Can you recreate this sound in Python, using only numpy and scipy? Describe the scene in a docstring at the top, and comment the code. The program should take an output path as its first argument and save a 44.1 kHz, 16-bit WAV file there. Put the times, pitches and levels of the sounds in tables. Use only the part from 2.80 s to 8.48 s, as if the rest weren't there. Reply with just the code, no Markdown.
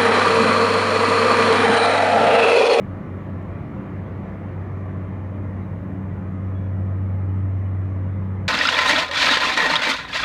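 """A 95 Hz machine hum swells and eases outdoors, some way off, heard just above stone paving.
Its harmonics beat with weaker neighbouring lines and fade as reflections cancel the direct sound.
Thin motor and fan tones waver in a dull rush of moving air.
A few faint ticks sound close by; short high peeps, perhaps birds, come from the distance.
Three very faint, steady electronic tones lie near 6 kHz."""
import sys
import numpy as np
from scipy import signal
from scipy.io import wavfile
from scipy.ndimage import uniform_filter1d

SR = 44100
rng = np.random.default_rng(int(sys.argv[2]) if len(sys.argv) > 2 else 0)


def output_pcm(signal):
    """Save a mono or channel-first signal as 16-bit PCM at the path in sys.argv[1].

    Samples are clipped to [-1, 1] before scaling.
    """
    pcm = np.clip(np.atleast_2d(signal).T, -1, 1) * 32767
    wavfile.write(sys.argv[1], SR, np.round(pcm).astype(np.int16))


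N = 250488
TIME_S = np.arange(N) / SR

# hum fundamental: time_s, level_db
FUNDAMENTAL_SWELL = [(0, -39), (.68, -32.5), (1.0, -39.5), (1.17, -32.5), (1.45, -38.5), (1.85, -29.5),
                     (2.7, -29), (3.04, -34), (3.3, -30), (3.55, -29.5), (3.72, -25.5), (4.0, -23.5),
                     (4.35, -23), (4.65, -21.5), (4.9, -23), (5.3, -24.6), (5.68, -26.8)]
# hum octave: time_s, level_db
OCTAVE_SWELL = [(0.06, -36), (.3, -50), (.7, -49.5), (1.15, -40.5), (1.55, -40.5), (1.95, -43),
                (2.2, -35.5), (2.42, -38.5), (2.62, -47.5), (2.92, -36), (3.5, -36), (4.27, -35.5),
                (4.5, -41.5), (4.75, -43.5), (5.1, -44.5), (5.32, -36.5), (5.68, -35)]
# dropouts of the third harmonic: node_s, next_swell_db
THIRD_NODES = [(-.15, -42.5), (.28, -46.5), (.7, -41), (1.25, -49), (1.45, -44), (1.85, -43.5), (2.9, -40),
               (3.33, -44), (4.37, -41), (4.83, -41.5), (5.5, -50)]
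# lead of the low whine: time_s, gain_db
WHINE_LEAD = [(0, 7.5), (1.0, 4), (1.13, 1.5), (1.45, 6.5), (1.75, 2), (2.1, 10.5), (2.5, 1), (4.1, -4.5),
              (5.2, 2.5)]
# dropouts of the moan: node_s, next_swell_db
MOAN_NODES = [(-.05, -50), (.3, -52.5), (.8, -50.5), (1.36, -47.5), (1.86, -55), (2.3, -48), (2.77, -54),
              (3.12, -51.5), (3.55, -47.5), (3.76, -48), (4.17, -49.5), (4.52, -61.5), (5.07, -48.5),
              (5.52, -53)]
# weaker steady tones, motor and fan lines plus the hum's fifth and sixth harmonics (477, 572 Hz): pitch_hz,
# level_db
WEAK_TONES = [(114.9, -47.5), (143.2, -49), (155.7, -49.5), (230.7, -54.5), (248.7, -64.5), (342.4, -57.5),
              (415.4, -61), (448.2, -57.5), (477, -59.5), (572, -60.5), (625.1, -59.5), (864, -69),
              (1027.2, -65.5), (1048.9, -68), (1673.7, -71.5), (1793.5, -77.5), (1854, -75.5), (2054, -77)]
# spectra of moving air: frequency_hz, relative_density_db
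RUMBLE_SPECTRUM = [(15, -32.5), (30, -31.5), (48, -14.5), (72, 1.1), (104, -2), (150, 1.1), (178, -.5),
                   (198, 2.5), (222, -3.5), (260, -8), (345, -8), (410, -15), (500, -25.5), (900, -64)]
RUSH_SPECTRUM = [(250, -16.5), (420, -4), (500, -1.5), (560, 0), (660, 0), (760, -5), (865, -3.5),
                 (905, -6.5), (1030, -4), (1190, -8), (1360, -8), (1580, -13), (1700, -10.5), (2050, -12),
                 (2230, -16.5), (2420, -17), (2560, -24.5), (2880, -25), (3250, -31.5), (3550, -32.5),
                 (4800, -43), (7000, -74.5)]
HISS_SPECTRUM = [(2000, -14.5), (4500, -1), (5300, 9), (6500, 8.5), (7600, 2), (9500, -5), (11000, -9.5),
                 (15000, -10)]
# how strongly the air noise carries: time_s, gain_db
AIR_CARRY = [(0, -0.1), (1.4, 0.36), (2.9, -1), (4.9, -3), (5.3, -2.4)]
# treble of the rush: time_s, gain_db
RUSH_TREBLE = [(0, 0.5), (1.3, 0.7), (2.2, 0.1), (3.2, -1.1), (4.4, .4), (5.68, 1)]
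# heave of the rumble: time_s, gain_db
RUMBLE_HEAVE = [(0, .5), (1, 0), (2.4, -0.4), (3.05, 1.5), (3.7, -0.14), (5.68, -0.1)]
# distant peeps: start_s, level_db, pitch_hz, glide_hz, length_s, roughness, echo_t60_s
FAR_PEEPS = [(1.07, -66, 3020, 0, .035, .4, .2), (1.24, -67.5, 3370, 0, .05, .4, .4),
             (2.8, -70.5, 3860, 0, 0.068, .55, .25), (3.742, -62.5, 3368, 0, 0.055, 0, .4),
             (3.828, -67.5, 3368, 0, .05, 0, .3), (4.486, -61.5, 2990, -110, 0.028, .15, 0.04),
             (4.848, -63, 2950, 40, .028, 0.1, .06)]
# close ticks: start_s, peak_db, centre_hz
NEAR_TICKS = [(.624, -65, 6500), (1.728, -65, 4500), (3.123, -66, 6200)]


def hum(pitch_hz=95.42, wander_hz=.1, throb_decay_s=1.3, jitter_rad=.42, flutter_db=1.06):
    """Four harmonics of one unsteady machine: the first throbs, then swells; the rest fade in and out."""
    phase = 2 * np.pi * np.cumsum(pitch_hz + wander_hz * drift(1.2)) / SR
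    throb = beat(rate_hz=4.8, depth=.45 * np.exp(-(TIME_S / throb_decay_s) ** 2), crest_s=.135)
    fundamental = np.sqrt(2) * gain(curve(FUNDAMENTAL_SWELL)) * (throb * np.exp(1j * phase)).imag
    octave_pulse = abs(beat(rate_hz=3.5, depth=.24, crest_s=3.45))
    octave_phase = 2 * phase + jitter_rad * drift(24)
    octave_db = curve(OCTAVE_SWELL) + flutter_db * drift(24)
    octave = octave_pulse * multipath(octave_phase, octave_db, scattered_share=.027)
    third = np.sqrt(2) * standing_wave(THIRD_NODES) * np.sin(3 * phase + 2 * np.pi * rng.random())
    fourth = multipath(4 * phase, level_db=-48 - 2.3 * TIME_S, scattered_share=.36)
    return fundamental + octave + third + fourth


def beat(rate_hz, depth, crest_s):
    """Complex gain: a weaker neighbour just below a line makes its level and phase throb."""
    return 1 + depth * np.exp(-2j * np.pi * rate_hz * (TIME_S - crest_s))


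def multipath(phase, level_db, scattered_share, fade_hz=3):
    """A line on a direct path, strengthened or cancelled by shifting reflections."""
    reflections = drift(fade_hz) + 1j * drift(fade_hz)
    paths = np.sqrt(1 - scattered_share) + np.sqrt(scattered_share / 2) * reflections
    carrier = np.sin(phase + np.angle(paths) + 2 * np.pi * rng.random())
    return np.sqrt(2) * gain(level_db) * unit_rms(abs(paths)) * carrier


def standing_wave(nodes, fullness=1.5, overhang_s=.2):
    """Direct sound and reflection cancel at each node; between nodes, arches of alternating sign."""
    node_s, swell_db = np.transpose(nodes)
    node_s = np.append(node_s, TIME_S[-1] + overhang_s)
    position = np.interp(TIME_S, node_s, np.arange(len(node_s)))
    arch = np.tanh(fullness * np.sin(np.pi * position)) / np.tanh(fullness)
    return gain(swell_db)[position.astype(int)] * arch


def fan(trade_share=.46, moan_flutter_db=2):
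    """Turning parts: two whines that trade strength, a moan and weaker tones."""
    lead_db = curve(WHINE_LEAD)
    low_whine = tone(1149.3, -61 + lead_db, waver_db=0, waver_rad=.59)
    high_whine = tone(1246.4, -61 - trade_share * lead_db, waver_db=3.5, waver_rad=.57)
    moan_envelope = standing_wave(MOAN_NODES) * unit_rms(gain(moan_flutter_db * drift(25)))
    moan = moan_envelope * tone(524.4, 0, waver_db=1, waver_rad=1)
    weak_tones = sum(tone(hz, db, waver_db=1, waver_rad=.88) for hz, db in WEAK_TONES)
    return low_whine + high_whine + moan + weak_tones


def tone(pitch_hz, level_db, waver_db, waver_rad):
    """A steady line whose level and phase waver."""
    phase = 2 * np.pi * (pitch_hz * TIME_S + rng.random()) + waver_rad * drift(3)
    return gain(level_db) * unit_rms(gain(waver_db * drift(2.5)) * np.sin(phase))


def air(rumble_db=-33, rush_db=-42.5, hiss_db=-80, treble_hz=1450):
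    """Moving air: three bands share one slow swell; the rumble heaves, the rush brightens and dulls."""
    carry_db = curve(AIR_CARRY)
    rumble_gain = gain(rumble_db + .61 * carry_db + curve(RUMBLE_HEAVE))
    rumble = rumble_gain * turbulence(RUMBLE_SPECTRUM, patch_db=.23)
    rush = gain(rush_db + carry_db) * turbulence(RUSH_SPECTRUM, patch_db=1.5)
    treble = signal.sosfiltfilt(signal.butter(4, treble_hz, "high", fs=SR, output="sos"), rush)
    rush += (gain(curve(RUSH_TREBLE)) - 1) * treble
    hiss = gain(hiss_db + .57 * carry_db) * turbulence(HISS_SPECTRUM, patch_db=3)
    return rumble + rush + hiss


def turbulence(spectrum, patch_db, fft_size=2048):
    """Coloured noise of unit rms, mottled in time and frequency by small turbulent patches."""
    bin_hz = np.fft.rfftfreq(fft_size, 1 / SR)
    hop = fft_size // 4
    real, imag, patches = rng.standard_normal((3, N // hop + 6, len(bin_hz)))
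    patches = uniform_filter1d(patches, size=7, axis=0)
    patches = unit_rms(uniform_filter1d(patches, size=9, axis=1))
    frequency_hz, density_db = np.transpose(spectrum)
    colour_db = np.interp(np.log(bin_hz + 1), np.log(frequency_hz), density_db)
    frames = (real + 1j * imag) * gain(colour_db + patch_db * patches)
    _, noise = signal.istft(frames.T, nperseg=fft_size, noverlap=fft_size - hop)
    return unit_rms(noise[:N])


def peeps(echo_db=-1, flutter_db=2, full_jitter_hz=250):
    """Short notes, pure or scratchy with pitch jitter; the surroundings add a fluttering echo."""
    out, age_s = np.zeros(N), TIME_S[:SR // 2]
    for start_s, level_db, pitch_hz, glide_hz, length_s, roughness, echo_t60_s in FAR_PEEPS:
        progress = np.clip(age_s / length_s, 0, 1)
        note = np.sqrt(abs(np.sin(np.pi * progress)))
        echo_flutter = gain(echo_db + flutter_db * drift(30)[:len(age_s)])
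        echo = echo_flutter * progress * gain(-60 * age_s / echo_t60_s)
        jitter = unit_rms(uniform_filter1d(rng.standard_normal(len(age_s)), size=60))
        track_hz = pitch_hz + glide_hz * progress + roughness * full_jitter_hz * jitter
        phase = 2 * np.pi * np.cumsum(track_hz) / SR
        add(out, start_s, gain(level_db) * np.hypot(note, echo) * np.sin(phase))
    return out


def ticks(decay_s=.003):
    """Tiny dry snaps: a noise burst in an octave-wide resonance."""
    out, age_s = np.zeros(N), TIME_S[:SR // 20]
    for start_s, peak_db, centre_hz in NEAR_TICKS:
        edges_hz = [centre_hz / np.sqrt(2), centre_hz * np.sqrt(2)]
        burst = rng.standard_normal(len(age_s)) * np.exp(-age_s / decay_s)
        snap = signal.sosfilt(signal.butter(2, edges_hz, "band", fs=SR, output="sos"), burst)
        add(out, start_s, gain(peak_db) * snap / abs(snap).max())
    return out


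def faint_high_tones(level_db=-98):
    """Three very faint, steady electronic tones near 6 kHz."""
    return sum(tone(hz, level_db, waver_db=1.5, waver_rad=.8) for hz in (6094, 6250, 6406))


def drift(max_hz):
    """Random wander of unit rms: 20 sines over the decade below max_hz."""
    grid_s = np.linspace(0, TIME_S[-1], num=600)
    rates_hz = max_hz * np.geomspace(.1, 1, num=20)
    wave = np.sin(2 * np.pi * (rates_hz[:, None] * grid_s + rng.random((len(rates_hz), 1)))).sum(0)
    return np.interp(TIME_S, grid_s, unit_rms(wave - wave.mean()))


def gain(db):
    """Decibels to amplitude."""
    return 10 ** (np.asarray(db) / 20)


def unit_rms(x):
    """Scale to rms 1."""
    return x / np.sqrt(np.mean(x ** 2) + 1e-20)


def curve(points):
    """Timed points joined by straight lines."""
    return np.interp(TIME_S, *np.transpose(points))


def add(mix, start_s, sound):
    """Mix a sound in at start_s."""
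    part = mix[round(start_s * SR):][:len(sound)]
    part += sound[:len(part)]


def scene():
    """All sources, mono."""
    return (hum() + fan() + faint_high_tones() + air() + ticks() + peeps())[None]


def record(dry, fade_in_s=.01, cutoff_hz=15300):
    """Brief fade-in, then low-pass."""
    faded = dry * np.minimum(TIME_S / fade_in_s, 1)
    lowpass = signal.firwin(511, cutoff_hz, window=("kaiser", 9), fs=SR)
    return signal.oaconvolve(faded, lowpass[None], "same")


dry = scene()
out = record(dry)
output_pcm(out)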